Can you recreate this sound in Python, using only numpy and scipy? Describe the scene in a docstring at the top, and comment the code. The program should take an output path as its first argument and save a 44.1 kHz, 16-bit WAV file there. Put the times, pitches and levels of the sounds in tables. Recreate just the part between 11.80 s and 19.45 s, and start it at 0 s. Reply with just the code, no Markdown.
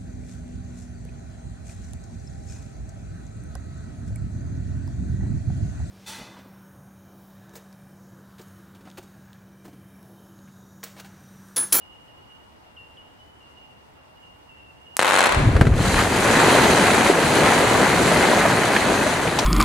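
"""A quarry in a forest, heard from across the pit during a blast.
Small birds ping among the trees over a faint, distant rumble. Detonator caps on the surface
rattle off in a third of a second, each sending out a tiny shock wave. Buried charges lift
the rock ledge with dull thuds. Then the rock face collapses in a long roar of colliding
boulders, stones and gravel."""
import sys
import numpy as np
from scipy import signal
from scipy.io import wavfile

SR = 44100
rng = np.random.default_rng(int(sys.argv[2]) if len(sys.argv) > 2 else 0)


def output_pcm(signal):
    """Save a mono or channel-first signal as 16-bit PCM at the path in sys.argv[1].

    Samples are clipped to [-1, 1] before scaling.
    """
    pcm = np.clip(np.atleast_2d(signal).T, -1, 1) * 32767
    wavfile.write(sys.argv[1], SR, np.round(pcm).astype(np.int16))


N = 337365
T = np.arange(N) / SR

# Tone of the distant rumble and of the leaves. 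Columns: frequency_hz, gain_db
RUMBLE_TONE = [(13, -44), (22, -18), (81, -1.5), (206, -7.5), (281, -5), (335, -9.5), (449, -3),
               (495, -8.5), (524, -3), (567, -8), (870, -6), (1190, -12), (2300, -17), (2990, -50),
               (5060, -120)]
LEAF_TONE = [(2200, 3.5), (4000, -5.5), (7000, -10.5), (12000, -15.5), (16000, -18)]
# How alike left and right are in the background (1 = the same). Columns: frequency_hz, likeness
BACKGROUND_LIKENESS = [(60, 0.82), (130, 0.21), (290, -0.097), (1400, -0.31), (7000, -0.054)]
# A faint drone far away. Columns: pitch_hz, width_hz, level_db
DRONE_BANDS = [(78.4, 17, -65.5), (480, 50, -70), (876, 31, -63)]
# Calls of the nearer birds. Columns: start_s, pitch_hz, level_db, direct_share (0 to 1)
BIRD_PINGS = [(0.01, 2825, -48.5, .2), (0.11, 2830, -52.5, 0.38), (0.279, 2830, -55, 0.5),
              (0.488, 2843, -50.5, 0.29), (0.966, 2762, -46, .6), (1.17, 2886, -49.5, 0.68),
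              (1.385, 2957, -53, 0), (1.601, 2790, -50, 0.32), (1.762, 2820, -50, 0.17),
              (2.425, 2794, -50, 0.35), (2.69, 2707, -50, 0.33), (2.77, 2746, -50, 0.27),
              (2.848, 2690, -59, 0.61), (3.054, 2823, -48.5, 0.2)]
# The thin snap of the starter that sets off the blast. Columns: start_s, level_db
STARTER_SNAPS = [(3.1680, -12), (3.1681, 0.5)]
# Chains of caps, each cap lighting the next. Columns: start_s, delay_s, cap_count
CAP_CHAINS = [(3.1928, .0536, 6), (3.2023, .0534, 7), (3.2140, .0534, 5), (3.2241, .0537, 7),
              (3.2296, .0528, 4), (3.2904, .0511, 4), (3.4059, .0511, 2)]
# Buried charges and the crack of their escaping gas. Columns: start_s, thud_db, pitch_hz, crack_db
BURIED_CHARGES = [(3.566, -14, 70, -36.5), (3.598, -11, 130, -19), (3.624, -14, 111, -34),
                  (3.67, -4.5, 97, -35), (3.695, -12, 80, -43), (3.753, -6, 81, -19),
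                  (3.765, -21.5, 160, -10.5), (3.811, -0.5, 137, -2), (3.853, -14, 65, -17),
                  (3.869, -7, 131, -12.5), (3.912, -7.5, 86, -31), (3.937, -11.5, 125, -20)]
# Tone of the lifting ledge, the falling rock and the gravel. Columns: frequency_hz, gain_db
HEAVE_TONE = [(13, -39), (22, -1), (81, 1), (134, -3), (250, -7.5), (320, -42), (550, -120)]
ROCK_TONE = [(15, -48), (25, -20.5), (131, -2.5), (374, -3), (404, -2), (438, 0), (474, -3), (945, -6),
             (1110, -9), (1680, -7.5), (2800, -15), (3640, -44), (6160, -120)]
GRAVEL_TONE = [(2800, 1), (3500, -4.5), (4200, -0.5), (4900, -9), (5500, -12.5), (6500, -4.5), (8000, -9),
               (10500, -9), (12000, -21.5), (15500, -33.5)]
# How alike left and right are for moving rock. Columns: frequency_hz, likeness
ROCK_LIKENESS = [(60, 0.96), (130, 0.98), (290, 0.94), (640, 0.82), (1410, 0.81), (3100, 0.47),
                 (6820, 0.63), (15000, 0.28)]
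# How much rock is on the move in the collapse. Columns: time_s, level_db
ROCK_FLOW = [(3.97, -34), (4.02, -30.5), (4.19, -27), (4.28, -31), (4.52, -26), (4.68, -25), (4.85, -25.0),
             (5.05, -25.5), (5.26, -26), (5.35, -29), (5.68, -25.5), (5.8, -27), (6.2, -27.5),
             (6.47, -26.5), (6.76, -29), (7.24, -30), (7.4, -32.5), (7.62, -34)]
# Single heavy blocks landing. Columns: start_s, level_db, pitch_hz, fade_s
BLOCK_LANDINGS = [(4.189, -14, 1230, 0.15), (4.448, -16, 565, .06), (4.597, -9.5, 1080, 0.073),
                  (4.68, -9.5, 406, .08), (4.869, -15, 885, 0.067), (5.296, 0, 388, 0.049),
                  (5.68, -18, 407, .07), (6.316, -13, 605, 0.12), (6.43, -13, 1500, .06),
                  (6.53, -9, 990, .055), (6.573, -10.5, 690, 0.083), (6.653, -6, 660, 0.038),
                  (6.962, -6, 1680, 0.052), (7.258, -13, 604, .06), (7.475, -15, 2320, .03),
                  (7.585, -13.5, 855, 0.093), (7.588, -8, 3920, .058)]


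def from_db(db):
    """Turns decibels into a number to multiply a sound by."""
    return 10 ** (np.asarray(db) / 20)


def rms_one(x):
    """Scales a sound so that its average strength (RMS) is 1."""
    return x / np.sqrt(np.mean(x ** 2) + 1e-20)


def at_hz(table, hz):
    """Looks up a table's value at a frequency, sliding between rows on a musical scale."""
    frequencies, values = np.transpose(table)
    return np.interp(np.log(hz), np.log(frequencies), values)


def band(x, low_hz, high_hz, order=2):
    """Keeps the sound between two frequencies; a higher order cuts more sharply."""
    sos = signal.butter(order, [low_hz, min(high_hz, .45 * SR)], "band", fs=SR, output="sos")
    return signal.sosfilt(sos, x + 1e-18)


def bell(x, hz, db, q):
    """Turns the sound up or down around one frequency; a higher q makes the region narrower."""
    b, a = signal.iirpeak(hz, q, fs=SR)
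    return x + (from_db(db) - 1) * signal.lfilter(b, a, x + 1e-18)


def uneven_treble(x):
    """Colours a sharp sound: a dip between two treble peaks, with the extremes cut off."""
    x = bell(x, 5300, db=-5.5, q=2.1)
    x = bell(x, 8600, db=3, q=2.3)
    x = bell(x, 4060, db=5, q=9)
    return band(x, 140, 11400, order=3)


def add(out, start_s, sound):
    """Mixes a sound in at the given time."""
    i = max(round(start_s * SR), 0)
    out[..., i:i + sound.shape[-1]] += sound[..., :N - i]


def drift(rate_hz):
    """A slow random wobble, typically about 1 in size."""
    step, warm_up = 40, 2000
    r = np.exp(-2 * np.pi * rate_hz * step / SR)
    noise = rng.standard_normal(N // step + warm_up + 2)
    slow = signal.lfilter([1], [1, -2 * r, r * r], noise)[warm_up:]
    return np.interp(np.arange(N) / step, np.arange(len(slow)), rms_one(slow))


def stereo(pair, alike):
    """Blends two unrelated sounds into left and right with the given likeness."""
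    alike = np.clip(alike, -.99, .99)
    return np.sqrt(1 + alike) * pair[0] + np.sqrt(1 - alike) * pair[1] * [[1], [-1]]


def echoes(x, fade_s, alike):
    """Countless reflections from rock and trees, dying away by 60 dB in fade_s."""
    t = T[:int(fade_s * SR)]
    tail = stereo(rng.standard_normal((2, len(t))), alike) * from_db(-60 * t / fade_s)
    return signal.fftconvolve(np.atleast_2d(x), rms_one(tail) / np.sqrt(len(t)), axes=1)[:, :N]


def hiss():
    """Two pairs of smooth noise, ready to be shaped."""
    return rng.standard_normal((2, 2, N))


def shaped(pairs, tone, likeness, low_hz, high_hz, wobble_db, bands):
    """Gives noise a tone: two pairs take turns feeding a row of bands that each wobble in level."""
    out, edges = 0, np.geomspace(low_hz, high_hz, bands + 1)
    for k, (low, high) in enumerate(zip(edges, edges[1:])):
        hz = np.sqrt(low * high)
        gain = from_db(at_hz(tone, hz) + wobble_db * drift(11.6))
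        out = out + gain * band(stereo(pairs[k % 2], at_hz(likeness, hz)), low, high)
    return rms_one(out)


def background():
    """A far-off rumble, a trace of leaves and a faint drone, all made of filtered noise."""
    rumble = shaped(hiss(), RUMBLE_TONE, BACKGROUND_LIKENESS, 23.3, 2080, wobble_db=1, bands=14)
    leaves = shaped(hiss(), LEAF_TONE, BACKGROUND_LIKENESS, 2060, 16000, wobble_db=.9, bands=4)
    drone = 0
    for hz, width_hz, db in DRONE_BANDS:
        noise = stereo(rng.standard_normal((2, N)), at_hz(BACKGROUND_LIKENESS, hz))
        drone += from_db(db) * rms_one(band(noise, hz - width_hz / 2, hz + width_hz / 2, order=1))
    return from_db(-52) * rumble + from_db(-63) * leaves + drone


def far_pings(per_s=3.6, pitch_hz=2800, spread_hz=58, level_db=-57.5, direct_share=.076):
    """Birds deeper in the forest call at loose intervals; gives rows like BIRD_PINGS."""
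    return [((k + .5 + late / 2) / per_s, pitch_hz + spread_hz * sharp, level_db, direct_share)
            for k, (late, sharp) in enumerate(rng.uniform(-1, 1, (16, 2)))]


def birds():
    """Each ping drops quickly onto its pitch, more so for near birds, and echoes among the trees."""
    near, far, t = np.zeros(N), np.zeros(N), T[:SR // 5]
    for start_s, hz, db, direct in BIRD_PINGS + far_pings():
        pitch_hz = hz * (1 + .24 * direct * np.exp(-t / .0035) + .02 * np.exp(-t / .015))
        loudness = from_db(db) * np.minimum(t / .002, 1) * np.exp(-(t / .073) ** 2)
        ping = loudness * np.sin(2 * np.pi * np.cumsum(pitch_hz) / SR)
        add(near, start_s, ping * direct)
        add(far, start_s, ping * (1.15 - direct) * np.exp(-t / .099))
    return from_db(6.5) * near + from_db(7.5) * echoes(far, fade_s=.99, alike=0)


def starter():
    """The starter fires with a thin snap and a very short echo."""
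    clicks = np.zeros(N)
    for start_s, db in STARTER_SNAPS:
        add(clicks, start_s, from_db(db) * np.array([-1, -1, 1, 1]))
    snap = from_db(-6) * band(clicks, 2700, 10300) + from_db(10.5) * band(clicks, 300, 1260, order=1)
    return snap + from_db(-10.5) * echoes(snap, fade_s=.096, alike=.5)


def caps(nearest_s=3.43, rise_db_per_s=9, fade_db_per_s=38):
    """Gives start_s, level_db for each cap as the firing comes nearer, then runs off along the ledge."""
    times = np.array([first + k * delay for first, delay, count in CAP_CHAINS for k in range(count)])
    distance_db = np.maximum(rise_db_per_s * (nearest_s - times), fade_db_per_s * (times - nearest_s))
    levels_db = -4 - distance_db + rng.standard_normal(len(times))
    levels_db[0] = -.5  # the opening cap stands out
    return zip(times, levels_db)


def detonators(near_wall_s=.045, far_wall_s=.19):
    """Each cap sends out a tiny shock wave; rough ground scatters it and the pit walls send it back."""
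    shocks, t = np.zeros((2, N)), T[:SR // 40]
    for start_s, db in caps():
        front_s = .00021 * np.exp(.15 * rng.standard_normal())
        after = np.maximum(t / front_s - 1, 0)
        # a steep front, then a rounder swing back
        wave = np.where(t < front_s, -1, 1.5 * after * np.exp(-after / 1.15))
        noise = stereo(rng.standard_normal((2, len(t))), .56)
        scatter = from_db(-6) * band(noise, 510, 2140, order=1) * from_db(-60 * t / .047)
        fizz = from_db(-12.5) * band(noise, 3100, 14600, order=1) * from_db(-60 * t / .014)
        add(shocks, start_s, from_db(db) * (band(wave, 60, 6200, order=1) + scatter + fizz))
    puff = from_db(-10) * band(shocks, 24, 110, order=1)
    sizzle = from_db(-10.5) * band(shocks, 10000, 14600)
    rattle = uneven_treble(bell(band(shocks, 320, 9300, order=1), 1800, db=1.5, q=1.1))
    near_wall = np.roll(rattle, int(near_wall_s * SR))
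    far_wall = from_db(-8.5) * np.roll(rattle, int(far_wall_s * SR))
    returned = band(near_wall + far_wall, 250, 4000, order=1)
    walls = from_db(-1.5) * echoes(returned, fade_s=.57, alike=.23)
    return from_db(-1) * (rattle + walls) + puff + sizzle


def heave(full_s=3.585, end_s=4.02, rise_db_per_s=258, settle_db_per_s=39):
    """How strongly the ledge moves: it swells fast, holds while the charges fire, then settles."""
    before, after = np.maximum(full_s - T, 0), np.maximum(T - end_s, 0)
    return from_db(-19 - rise_db_per_s * before - settle_db_per_s * after)


def charges():
    """Buried charges lift the ledge: each thuds, gas cracks through, and the ground rumbles."""
    thuds, fronts, gas, t = np.zeros(N), np.zeros(N), np.zeros((2, N)), T[:SR // 8]
    for start_s, thud_db, hz, crack_db in BURIED_CHARGES:
        cycles = t * hz
        thud = np.sin(2 * np.pi * cycles) * np.exp(-((cycles - .65) / .8) ** 2)
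        add(thuds, start_s, from_db(thud_db) * thud)
        # escaping gas gives a sharp push with suction behind it, then rushes out
        add(fronts, start_s, from_db(crack_db) * (1 - t / .001) * np.exp(-t / .001))
        noise = stereo(rng.standard_normal((2, len(t))), .8)
        add(gas, start_s, from_db(crack_db) * noise * from_db(-60 * t / .06))
    cracks = band(fronts, 100, 2500, order=1)
    rush = from_db(9.5) * band(gas, 165, 710) + band(gas, 700, 1650)
    gas_hiss = from_db(-21) * uneven_treble(band(gas, 1040, 4700, order=1))
    ground = heave() * shaped(hiss(), HEAVE_TONE, ROCK_LIKENESS, 26, 296, wobble_db=1.5, bands=6)
    return band(thuds, 15, 1500, order=1) + cracks + rush + gas_hiss + ground


def collisions(per_s, spread_db, clump_db):
    """Pieces of rock hit each other at random, in clumps: most lightly, a few hard."""
    hits = rng.random(N) < per_s * from_db(clump_db * drift(16)) / SR
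    return hiss() * hits * from_db(spread_db * np.minimum(rng.exponential(1, N), 4))


def hollow_knocks(per_s, ring_cycles):
    """Some stones ring hollow for a few cycles, each at its own pitch and place."""
    out, t = np.zeros((2, N)), T[:SR // 12]
    for when, smallness, softness, place in rng.random((int(per_s * N / SR), 4)):
        pitch_hz = 220 * 8 ** smallness
        cycles = t * pitch_hz
        ring = np.sin(2 * np.pi * cycles) * np.exp(-cycles / ring_cycles) * (1 - np.exp(-2 * cycles))
        left_right = from_db(np.array([[5], [-5]]) * (place - .5))
        add(out, when * N / SR, ring * from_db(-9 * softness) * left_right)
    return out


def landing_blocks():
    """A block lands with a short hollow ring, a crunch and a spray of chips."""
    out, t = np.zeros((2, N)), T[:SR // 5]
    for start_s, db, hz, fade_s in BLOCK_LANDINGS:
        noise = stereo(rng.standard_normal((2, len(t))), .64)
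        ring = 1.1 * np.sin(2 * np.pi * hz * t) * np.exp(-t * hz / 14)
        crunch = .55 * rms_one(band(noise, hz / 1.6, hz * 1.6))
        # small, hard stones ring higher and throw more chips than heavy blocks
        chips = from_db(-36) * hz / 1000 * rms_one(uneven_treble(band(noise, 1200, 6000, order=1)))
        loudness = from_db(db - 60 * t / fade_s) * (1 - np.exp(-t / .0015))
        add(out, start_s, loudness * (ring + crunch + chips))
    return out


def rockfall(start_s=3.938, rise_s=.038, heavy_lag_s=.18, boulder_gain_db_per_s=.38):
    """Boulders thump low, stones clack more often, gravel hisses high, and the ground shakes below."""
    flow_db = np.interp(T, *np.transpose(ROCK_FLOW))
    age_s = np.maximum(T - start_s, 0)
    released = 1 - np.exp(-age_s / rise_s)
    flow = released * from_db(flow_db)
    # fine rock flies out first; heavy pieces follow, and boulders take over as the pile settles
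    heavy_flow = flow * from_db(-7 * np.exp(-age_s / heavy_lag_s))
    boulder_flow = heavy_flow * from_db(6.5 + boulder_gain_db_per_s * age_s)
    # each size is heard splitting inside the lifting ledge, then falling
    splitting = heave()
    boulder_level = np.hypot(boulder_flow, splitting * from_db(-11))
    stone_level = np.hypot(heavy_flow * from_db(8), splitting * from_db(-15.5))
    gravel_level = np.hypot(flow * from_db(.78), splitting * from_db(-25.5))
    shake_level = released * from_db(-11.5 + .61 * flow_db + 1.1 * drift(2.6))
    boulder_hits = collisions(per_s=1500, spread_db=2.2, clump_db=1.8)
    thumps = shaped(boulder_hits, ROCK_TONE, ROCK_LIKENESS, 185, 700, wobble_db=0, bands=6)
    stone_hits = collisions(per_s=4000, spread_db=.73, clump_db=1.6)
    clacks = shaped(stone_hits, ROCK_TONE, ROCK_LIKENESS, 702, 2666, wobble_db=.45, bands=6)
    knocks = from_db(6) * hollow_knocks(per_s=55, ring_cycles=2.6)
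    gravel_hits = collisions(per_s=9000, spread_db=.22, clump_db=1.1)
    grit = shaped(gravel_hits, GRAVEL_TONE, ROCK_LIKENESS, 2820, 16100, wobble_db=.9, bands=12)
    grit *= from_db([[-.5], [.5]])  # gravel slides further right than the blocks
    shake = shaped(hiss(), ROCK_TONE, ROCK_LIKENESS, 24, 184, wobble_db=2, bands=6)
    return (boulder_level * (thumps + knocks) + stone_level * clacks
            + gravel_level * grit + shake_level * shake)


def scene():
    """Mixes the forest with the blast, which lies a little to the left."""
    surface = (starter() + detonators()) * from_db([[1.1], [-1.1]])
    rock = (charges() + rockfall() + landing_blocks()) * from_db([[.55], [-.55]])
    return background() + birds() + surface + rock


def record(dry):
    """Rounds off the loudest peaks and cuts the highest treble."""
    ceiling, cutoff_hz = .92, 15900
    rounded = dry / (1 + (dry / ceiling) ** 8) ** (1 / 8)
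    return signal.sosfilt(signal.ellip(10, .2, 80, cutoff_hz, fs=SR, output="sos"), rounded)


dry = scene()
out = record(dry)
output_pcm(out)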